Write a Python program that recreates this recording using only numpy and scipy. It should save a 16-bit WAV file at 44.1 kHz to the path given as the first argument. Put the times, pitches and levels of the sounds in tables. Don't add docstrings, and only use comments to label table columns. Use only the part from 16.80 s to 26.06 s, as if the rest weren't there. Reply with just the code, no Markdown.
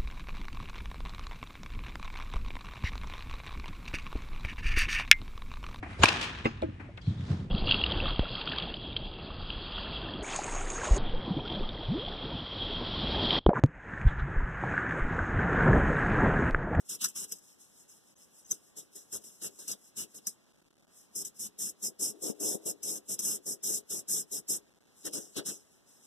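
import sys
import numpy as np
from scipy import signal
from scipy.fft import rfft, irfft
from scipy.io import wavfile
from scipy.ndimage import uniform_filter1d

SR = 44100
rng = np.random.default_rng(int(sys.argv[2]) if len(sys.argv) > 2 else 0)


def boost(x):
    u = np.asarray(x, float) / 20
    return 10 ** u


def output_pcm(signal):
    pcm = np.clip(np.atleast_2d(signal).T, -1, 1) * 32767
    wavfile.write(sys.argv[1], SR, np.round(pcm).astype(np.int16))


N = 408366
THINNED_BELOW_HZ = 5050


def rms_one(x):
    return x / np.sqrt(np.mean(x ** 2) + 1e-20)


def in_time(rows):
    seconds, *columns = np.transpose(rows)
    return [np.interp(np.arange(N) / SR, seconds, column) for column in columns]


def edge(x, hz, kind, order=2):
    return signal.sosfilt(signal.butter(order, hz, kind, fs=SR, output="sos"), x)


def drift(rate_hz):
    slow = rms_one(edge(rng.standard_normal(N // 32 + 2), 32 * rate_hz, "low"))
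    return np.interp(np.arange(N) / 32, np.arange(len(slow)), slow)


def resonate(x, modes, patchy_db=None, sign=-1):
    out = 0
    for k, (hz, width, db) in enumerate(modes):
        radius = np.exp(-np.pi * width / SR)
        feedback = [1, -2 * radius * np.cos(2 * np.pi * hz / SR), radius ** 2]
        gain = boost(db + patchy_db * drift(13)) if patchy_db else boost(db)
        ringing = (1 - radius ** 2) / 2 * signal.lfilter([1, 0, -1], feedback, x)
        out = out + sign ** k * gain * ringing
    return out


def at_ports(draws, alike):
    alike = np.clip(alike, 0, 1)
    return np.sqrt(alike) * draws[0] + np.sqrt(1 - alike) * draws[1:]


def catches(per_s, spread_db, count=1):
    sizes = boost(spread_db * np.minimum(rng.exponential(1, (count, N)), 5))
    sizes = sizes * rng.choice([-1, 1], (count, N))
    return rms_one(sizes * (rng.random((count, N)) < per_s / SR))


def linger(level_db, db_per_s):
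    ramp = db_per_s * np.arange(N) / SR
    return np.maximum.accumulate(level_db + ramp) - ramp


def landing(t, bite, graze_db):
    t = np.minimum(t, 0)
    return np.maximum(bite * t, graze_db + 548 * t)


def layer_offsets(thud_db, rumble_db, drag_db):
    return np.array([[0], [thud_db], [rumble_db], [drag_db]])


# start in seconds, length in seconds, scratch in dB, then rumble and drag in dB re the
PULLS = [
    (4.789, .11, -34.5, -23.5, -24),
    (5.197, 0.11, -33.5, -16.5, -24),
    (5.603, 0.15, -32.5, -7, -25),
    (6.031, .148, -36, -15, -21.5),
    (6.392, 0.017, -35, -20, -18.5),
    (6.421, 0.14, -32, -19, -21.5),
    (6.834, .15, -32.5, -18.5, -23),
    (7.285, 0.13, -32, -20.5, -24),
    (7.684, 0.0845, -32.5, -18, -21.5),
]
PUSHES = [
    (5.029, 0.06, -35.5, -17, -24.5),
    (5.426, 0.0853, -36, -7, -19.5),
    (5.861, 0.053, -34, -10.5, -23),
    (6.293, 0.055, -34.5, -17, -22),
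    (6.665, .075, -35.5, -14, -26),
    (7.104, 0.096, -36.5, -15.5, -20),
    (7.521, 0.0684, -36, -17, -22.5),
]
DABS = [
    (1.707, 0.027, -40, -19, -21.5),
    (1.97, 0.031, -43, -15, -14),
    (2.328, 0.046, -37.5, -17, -18.5),
    (2.622, 0.054, -38, -15.5, -12),
    (2.88, 0.053, -38.5, -17, -14.5),
    (3.172, 0.065, -37, -20, -16),
    (4.451, 0.032, -43.5, -25, -21.5),
    (8.253, 0.0286, -34.5, -11, -14),
    (8.567, 0.027, -33.5, -7.5, -4),
    (8.662, 0.045, -32, -18.5, -15),
]
SWIPES = [
    (.094, 0.059, -38.5, -23.5, -17.5),
    (.212, 0.027, -36, -28, -11),
    (.359, 0.086, -37.5, -24.5, -17),
    (3.347, 0.034, -46, -18, -17.5),
    (4.356, 0.067, -38, -20, -24.5),
    (4.597, 0.071, -38.5, -25.5, -22.5),
    (8.335, 0.046, -32.5, -14.5, -20.5),
]
# bite in dB per second, graze before it in dB, share of the stroke where speed
# peaks, speed loss at start and at end in dB, lift-off in dB per second, hand thud in dB re the scratch.
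PULL = (2602, -40, 0.3248, -7, -6.5, 950, -21.5)
PUSH = (1495, -13.5, 0.33, -2, -6, 940, -20)
DAB = (1597, -20, .5, -2, -5, 944, -18)
SWIPE = (1700, -13, -1.1, -6.5, -2, 995, -21)
LEAN_DB = [0.5, 4, 3, 3.5]


def strokes(t):
    power = 0
    for rows, manner in ((PULLS, PULL), (PUSHES, PUSH), (DABS, DAB), (SWIPES, SWIPE)):
        bite, graze_db, peak, start_db, end_db, lift, thud_db = manner
        for start, length, db, rumble_db, drag_db in rows:
            along = np.clip((t - start) / length, 0, 1)
            after = np.maximum(t - start - length, 0)
            slowness = np.interp(along, [0, np.clip(peak, .05, .95), 1], [1, 0, 1]) ** 2
            speed_db = slowness * np.where(along < peak, start_db, end_db)
            trail_db = -29 - 350.5 * after
            ends_db = landing(t - start, bite, graze_db) + np.maximum(-lift * after, trail_db)
            lean_db = np.outer(LEAN_DB, along - .5)
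            layers = layer_offsets(thud_db, rumble_db, drag_db)
            power = power + boost(2 * (db + speed_db + ends_db + lean_db + layers))
    return power


# start
# in seconds, seconds to fade by 30 dB, scratch in dB, then rumble and drag in dB re the scratch.
FLICKS = [(.245, 0.0528, -28.5, -29, -8.5), (.285, 0.05, -40.5, -28, -16), (0.521, 0.006, -36, -22, -17.5),
          (1.74, 0.0779, -45.5, -20.5, -21.5), (2.003, 0.08, -49, -18, -21), (2.157, 0.15, -45.5, -14, -20),
          (2.441, 0.23, -47, -19, -21), (2.791, 0.24, -46, -15, -14), (3.472, 0.0623, -34.5, -29.5, -19),
          (5.335, .25, -68.5, 12, -12), (5.55, 0.6, -68.5, 8.5, -9.5), (5.78, 0.6, -67.5, 12.5, -9.5),
          (8.383, 0.18, -40.5, -10, -22), (8.713, 0.13, -39.5, -14.5, -21.5)]


def flicks(t):
    power = 0
    for start, fade, db, rumble_db, drag_db in FLICKS:
        shape_db = landing(t - start, bite=2199.5, graze_db=-23.5) - 30 * np.maximum(t - start, 0) / fade
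        power = power + boost(2 * (db + shape_db + layer_offsets(-21.5, rumble_db, drag_db)))
    return power


# peak in seconds, scratch in dB, swell in seconds,
# fade in seconds (both over 12 dB).
BRUSHES = [(0.0, -61.5, .03, .03), (.07, -62, 0.0275, .03), (.505, -50.5, 0.039, .03),
           (.57, -53.5, 0.053, .015), (.712, -59, 0.128, .05), (.808, -56.5, .025, .09),
           (1.01, -57.5, 0.0875, .05), (1.096, -56, 0.0164, .1), (1.31, -64.5, 0.12, .03),
           (1.41, -58.5, .04, .07), (1.588, -57.5, 0.077, .05), (1.695, -58, 0.042, .03),
           (1.87, -62.5, 0.064, .06), (2.31, -63, 0.032, .03), (2.605, -60.5, 0.031, .03),
           (2.78, -60, 0.12, .03), (2.86, -61, 0.0091, .03), (3.075, -59.5, 0.099, .035),
           (3.335, -65, 0.1, .03), (3.46, -67, 0.06, .03), (4.19, -58.5, 0.065, 0.067),
           (2.148, -57.5, .03, 0.023), (2.425, -60, 0.036, 0.022), (4.57, -57, 0.022, .04),
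           (8.18, -62.5, .03, .1), (8.24, -59.5, 0.082, .03), (8.5, -63, 0.15, .2),
           (8.938, -64.5, 0.085, .07), (9.095, -60, 0.0304, .2), (9.255, -57, 0.06, .03)]


def brushes(t):
    power = 0
    for peak, db, swell, fade in BRUSHES:
        away = np.where(t < peak, (peak - t) / swell, (t - peak) / fade)
        power = power + boost(2 * (db - 12 * away ** 1.8 + layer_offsets(-26, -26, -21.5)))
    return power


def pad():
    t = np.arange(0, N / SR, .001)
    power = boost(-200) + strokes(t) + flicks(t) + brushes(t)
    return in_time(np.vstack([t, 10 * np.log10(power)]).T)


# frequency in Hz, width in Hz, level in dB.
SHEEN = [(5114, 640, 9.5), (5670, 91, 3), (6200, 840, 0.5), (7185, 1020, 3), (8132, 1200, -2.5),
         (9164, 480, 1), (9840, 500, -11), (11164, 1300, -7.5), (14670, 730, -11)]
# time in seconds, level above 8 kHz in dB.
FINE = [(0, 4), (.5, -0.5), (1.6, -1.5), (2.2, 1.5), (3.5, 1), (4.5, 2.5), (7.8, 3.5), (8.4, -6),
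        (9.2, -6.5)]
# time in seconds, level in dB.
SCRATCH_DIP = [(1.706, 0), (1.709, -8), (1.726, -8), (1.736, 0)]


def scratch(level_db):
    fibres = at_ports(catches(14000, spread_db=2.5, count=3), alike=.58)
    bright = .42 * fibres + resonate(fibres, SHEEN, patchy_db=2.5, sign=1)
    fine = edge(bright, 8500, "high", order=1)
    bright = bright + (boost(in_time(FINE)[0]) - 1) * fine
    level_db = level_db + in_time(SCRATCH_DIP)[0] + 0.65 * drift(44)
    return boost(level_db) * rms_one(edge(bright, THINNED_BELOW_HZ, "high"))


# frequency in Hz, width in Hz, level in dB.
DRAG = [(1065, 570, -12), (1607, 540, -6.5), (2130, 540, -8), (2806, 400, -2.5), (3630, 650, -2.5),
        (4570, 500, -2)]


def drag(level_db, slips):
    body = resonate(at_ports(slips, alike=.9), DRAG, patchy_db=3)
    return boost(linger(level_db, 700) + 1.5 * drift(30)) * rms_one(edge(body, 1100, "high"))


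# frequency in Hz, width in Hz, level in dB.
THUD = [(62, 87, -10), (108, 95, -5), (208.1, 48.6, 3.5)]
RUMBLE = [(301, 47, 0), (409, 58.4, 2.5), (505, 270, -8)]
# time in seconds, peak level in dB.
KNOCKS = [
    (5.497, -9),
    (5.75, -12),
    (8.271, -31),
    (8.564, -16),
    (8.594, -16),
]


def rumble(thud_db, rumble_db, slips):
    pushes = np.zeros(N)
    for s, db in KNOCKS:
        pushes[round(s * SR)] = boost(db + 19.5)
    slips = at_ports(slips, alike=0.33)
    plate = edge(edge(resonate(slips, RUMBLE), 230, "high", order=3), 800, "low", order=4)
    hand = edge(resonate(slips[::-1], THUD), 350, "low")
    plate = boost(linger(rumble_db, 270.5) + 1.25 * drift(28)) * rms_one(plate)
    hand = boost(linger(thud_db, 450) + 0.5 * drift(8.9)) * rms_one(hand)
    knocks = resonate(edge(pushes, 630, "low"), RUMBLE + THUD[2:])
    return plate + hand + knocks


# time in seconds, peak level in dB, ring length as a factor.
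TICKS = [(0.2418, -21, 1.44), (0.5217, -22.5, 0.6), (0.5846, -44.5, 0.75), (1.709, -26.5, 1.3),
         (2.8794, -28.5, 1.5), (2.9145, -25.5, 0.85), (3.4695, -14.5, 0.23), (3.4754, -35, 0.57),
         (4.4493, -26.5, 0.61), (6.0307, -30.5, 1.6), (6.3909, -19.5, 0.31), (6.4004, -46, 0.91),
         (6.4507, -25, 0.88), (6.8372, -30.5, 1.6), (7.686, -40, 1.1), (8.3094, -50.5, 1.3),
         (8.5444, -50, 0.69)]
# frequency in Hz, level in dB, time to fall 60 dB in seconds.
STRUCK = [(2740, -9.5, 0.06), (5063, 3, 0.08), (5800, -1, 0.031), (6090, 2.5, 0.065), (7830, 2, 0.06),
          (7850, -26, 0.029), (10700, -34.5, 0.18), (12000, -94, 0.067)]


def ticks():
    out, t = np.zeros(N + SR), np.arange(SR // 5) / SR
    for s, db, stretch in TICKS:
        hit = 0.97 * rng.standard_normal(len(t)) * boost(-60 * t / (0.0346 * stretch))
        for hz, mode_db, t60 in STRUCK:
            ring_db = mode_db - 10 + rng.normal(0, 2.6) - 60 * t / (t60 * stretch)
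            hit += boost(ring_db) * np.sin(2 * np.pi * hz * t)
        out[round(s * SR):][:len(t)] += boost(db - 5.5) * hit
    return out[:N]


# start in seconds, length in seconds, pitch in Hz, level in dB.
SQUEAKS = [
    (1.089, 0.013, 6200, -59),
    (1.36, .012, 6200, -63),
    (1.646, 0.0089, 6200, -57.5),
    (1.658, 0.0055, 6200, -54),
    (1.691, 0.0049, 6200, -64),
    (1.7097, 0.012, 6200, -27),
]


def squeaks():
    out, waver = np.zeros(N), drift(430)
    for s, length, hz, db in SQUEAKS:
        t = np.arange(N) / SR - s
        shape = np.clip(t / 0.00064, 0, 1) * np.clip((length - t) / 0.0043 + 1, 0, 1)
        out += boost(db + 4.4 * waver) * shape * np.sin(2 * np.pi * hz * t + 0.24 * waver)
    return out


def bench(x, echo_db, t60):
    t = np.arange(SR // 4) / SR
    scatter = rng.standard_normal((2, len(t))) * boost(-60 * t / t60) * (t > .0007)
    scatter /= np.sqrt(np.sum(scatter ** 2, axis=1, keepdims=True))
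    return x + boost(echo_db) * signal.fftconvolve(x[None], scatter, axes=1)[:, :N]


# frequency in Hz, level in dB per Hz.
ROOM = [(25, -24), (60, -11), (110, -8.5), (220, -0.5), (600, -7.5), (1300, -13.5), (3000, -16),
        (7000, -18), (11000, -23.5), (14000, -26)]


def room():
    hz = np.maximum(np.fft.rfftfreq(N, 1 / SR), 1)
    room_hz, room_db = np.transpose(ROOM)
    colour = boost(np.interp(np.log(hz), np.log(room_hz), room_db))
    alike = np.interp(hz, [0, 700, 1200, 4000, 8000], [.3, .4, .8, .7, .4])
    noise = at_ports(rfft(rng.standard_normal((3, N))), alike)
    return boost(-66.8) * rms_one(irfft(colour * noise, N))


def scene():
    scratch_db, thud_db, rumble_db, drag_db = pad()
    slips = catches(4000, spread_db=2.5, count=3)
    metal = bench(ticks(), echo_db=0, t60=0.06) + squeaks()
    steep = signal.cheby2(10, 24, THINNED_BELOW_HZ - 150, "high", fs=SR, output="sos")
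    high = signal.sosfilt(steep, scratch(scratch_db) + metal) * boost([[2.5], [1.2]])
    escaped = boost(-11) * edge(edge(metal, 2500, "high"), THINNED_BELOW_HZ, "low")
    middle = drag(drag_db, slips) * boost(4)
    low = rumble(thud_db, rumble_db, slips) * boost([[5], [-2]])
    return high + escaped + middle + low + room()


# time in seconds, gain in dB.
MAKE_UP = [(3.55, 0), (3.75, 1.5), (4.08, 1.5), (4.15, 0), (7.8, 0), (7.9, 1.5), (8.12, 1.5), (8.2, 0)]
# start in seconds, end in seconds, threshold in dB, creep in seconds.
PAUSES = [
    (1.347, 1.352, -62, .008),
    (3.85, 4.085, -64.8, .75),
    (7.95, 8.07, -65, .3),
]


def gate(x, ratio=8):
    rest_db = -76
    x = x * boost(in_time(MAKE_UP)[0])
    t, threshold_db = np.arange(N) / SR, rest_db + .7 * drift(60)
    for start, end, db, creep in PAUSES:
        inside = np.minimum((t - start) / creep, (end - t) / min(creep, .04))
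        threshold_db += (db - rest_db) * np.clip(1 + inside, 0, 1)
    level_db = 10 * np.log10(uniform_filter1d(np.mean(x ** 2, axis=0), size=90) + 1e-12)
    gain_db = np.clip(ratio * (level_db - threshold_db), -18, 0)
    return x * boost(uniform_filter1d(gain_db, size=30))


def thin_spectrum(left, right, weak_db=-3.2, sparse_db=1.2):
    hz, _, lines = signal.stft([left + right, left - right], SR, "cosine", nperseg=2048)
    power = np.abs(lines) ** 2
    band = uniform_filter1d(power, size=12, axis=1)
    around = band.mean(axis=0)
    loud = np.clip((10 * np.log10(power.sum(axis=(0, 1)) + 1e-12) + 55) / 15, 0, 1)
    ragged_db = np.repeat(rng.normal(0, 3.5, (2, 129, len(loud))), 8, axis=1)[:, :len(hz)]
    sudden = np.diff(loud, prepend=0) * np.roll(loud, -1) > .45
    row_hz = hz[:, None]

    faint = (power < band * boost(2 * (sparse_db - 9 * (1 - loud)))) & (row_hz > 2400)
    faint |= (row_hz > 4700) & (ragged_db > 3.5) & (loud > .5)
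    limit_db = 2 * weak_db + ragged_db - 9 * sudden + 2.5 * (row_hz > 3000)
    weaker = (band < around * boost(limit_db)) & (row_hz < THINNED_BELOW_HZ)
    starved = (hz > 900) & (hz < [[THINNED_BELOW_HZ], [5700]])
    gap_band = (hz > [[13300], [12150]]) & (hz < [[13700], [12450]])
    gap_open = drift(14)[::1024][np.arange(len(loud)) % (N // 1024)] > .5
    top_gap = gap_band[:, :, None] & gap_open

    kept = ~((weaker | faint) & starved[:, :, None] | top_gap)
    mid, side = signal.istft(lines * kept, SR, "cosine", nperseg=2048)[1][:, :N]
    return np.array([mid + side, mid - side]) / 2


def roll_off(x):
    return signal.sosfilt(signal.butter(12, 15460, fs=SR, output="sos"), x)


def record(dry):
    left, right = gate(dry)
    late = np.exp(-2j * np.pi * np.fft.rfftfreq(N, 1 / SR) * .00044)
    both = thin_spectrum(left, -irfft(rfft(right) * late, N))
    mix = signal.sosfilt(signal.cheby2(16, 55, 14600, fs=SR, output="sos"), both)
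    return roll_off(mix)


dry = scene()
out = record(dry)
output_pcm(out)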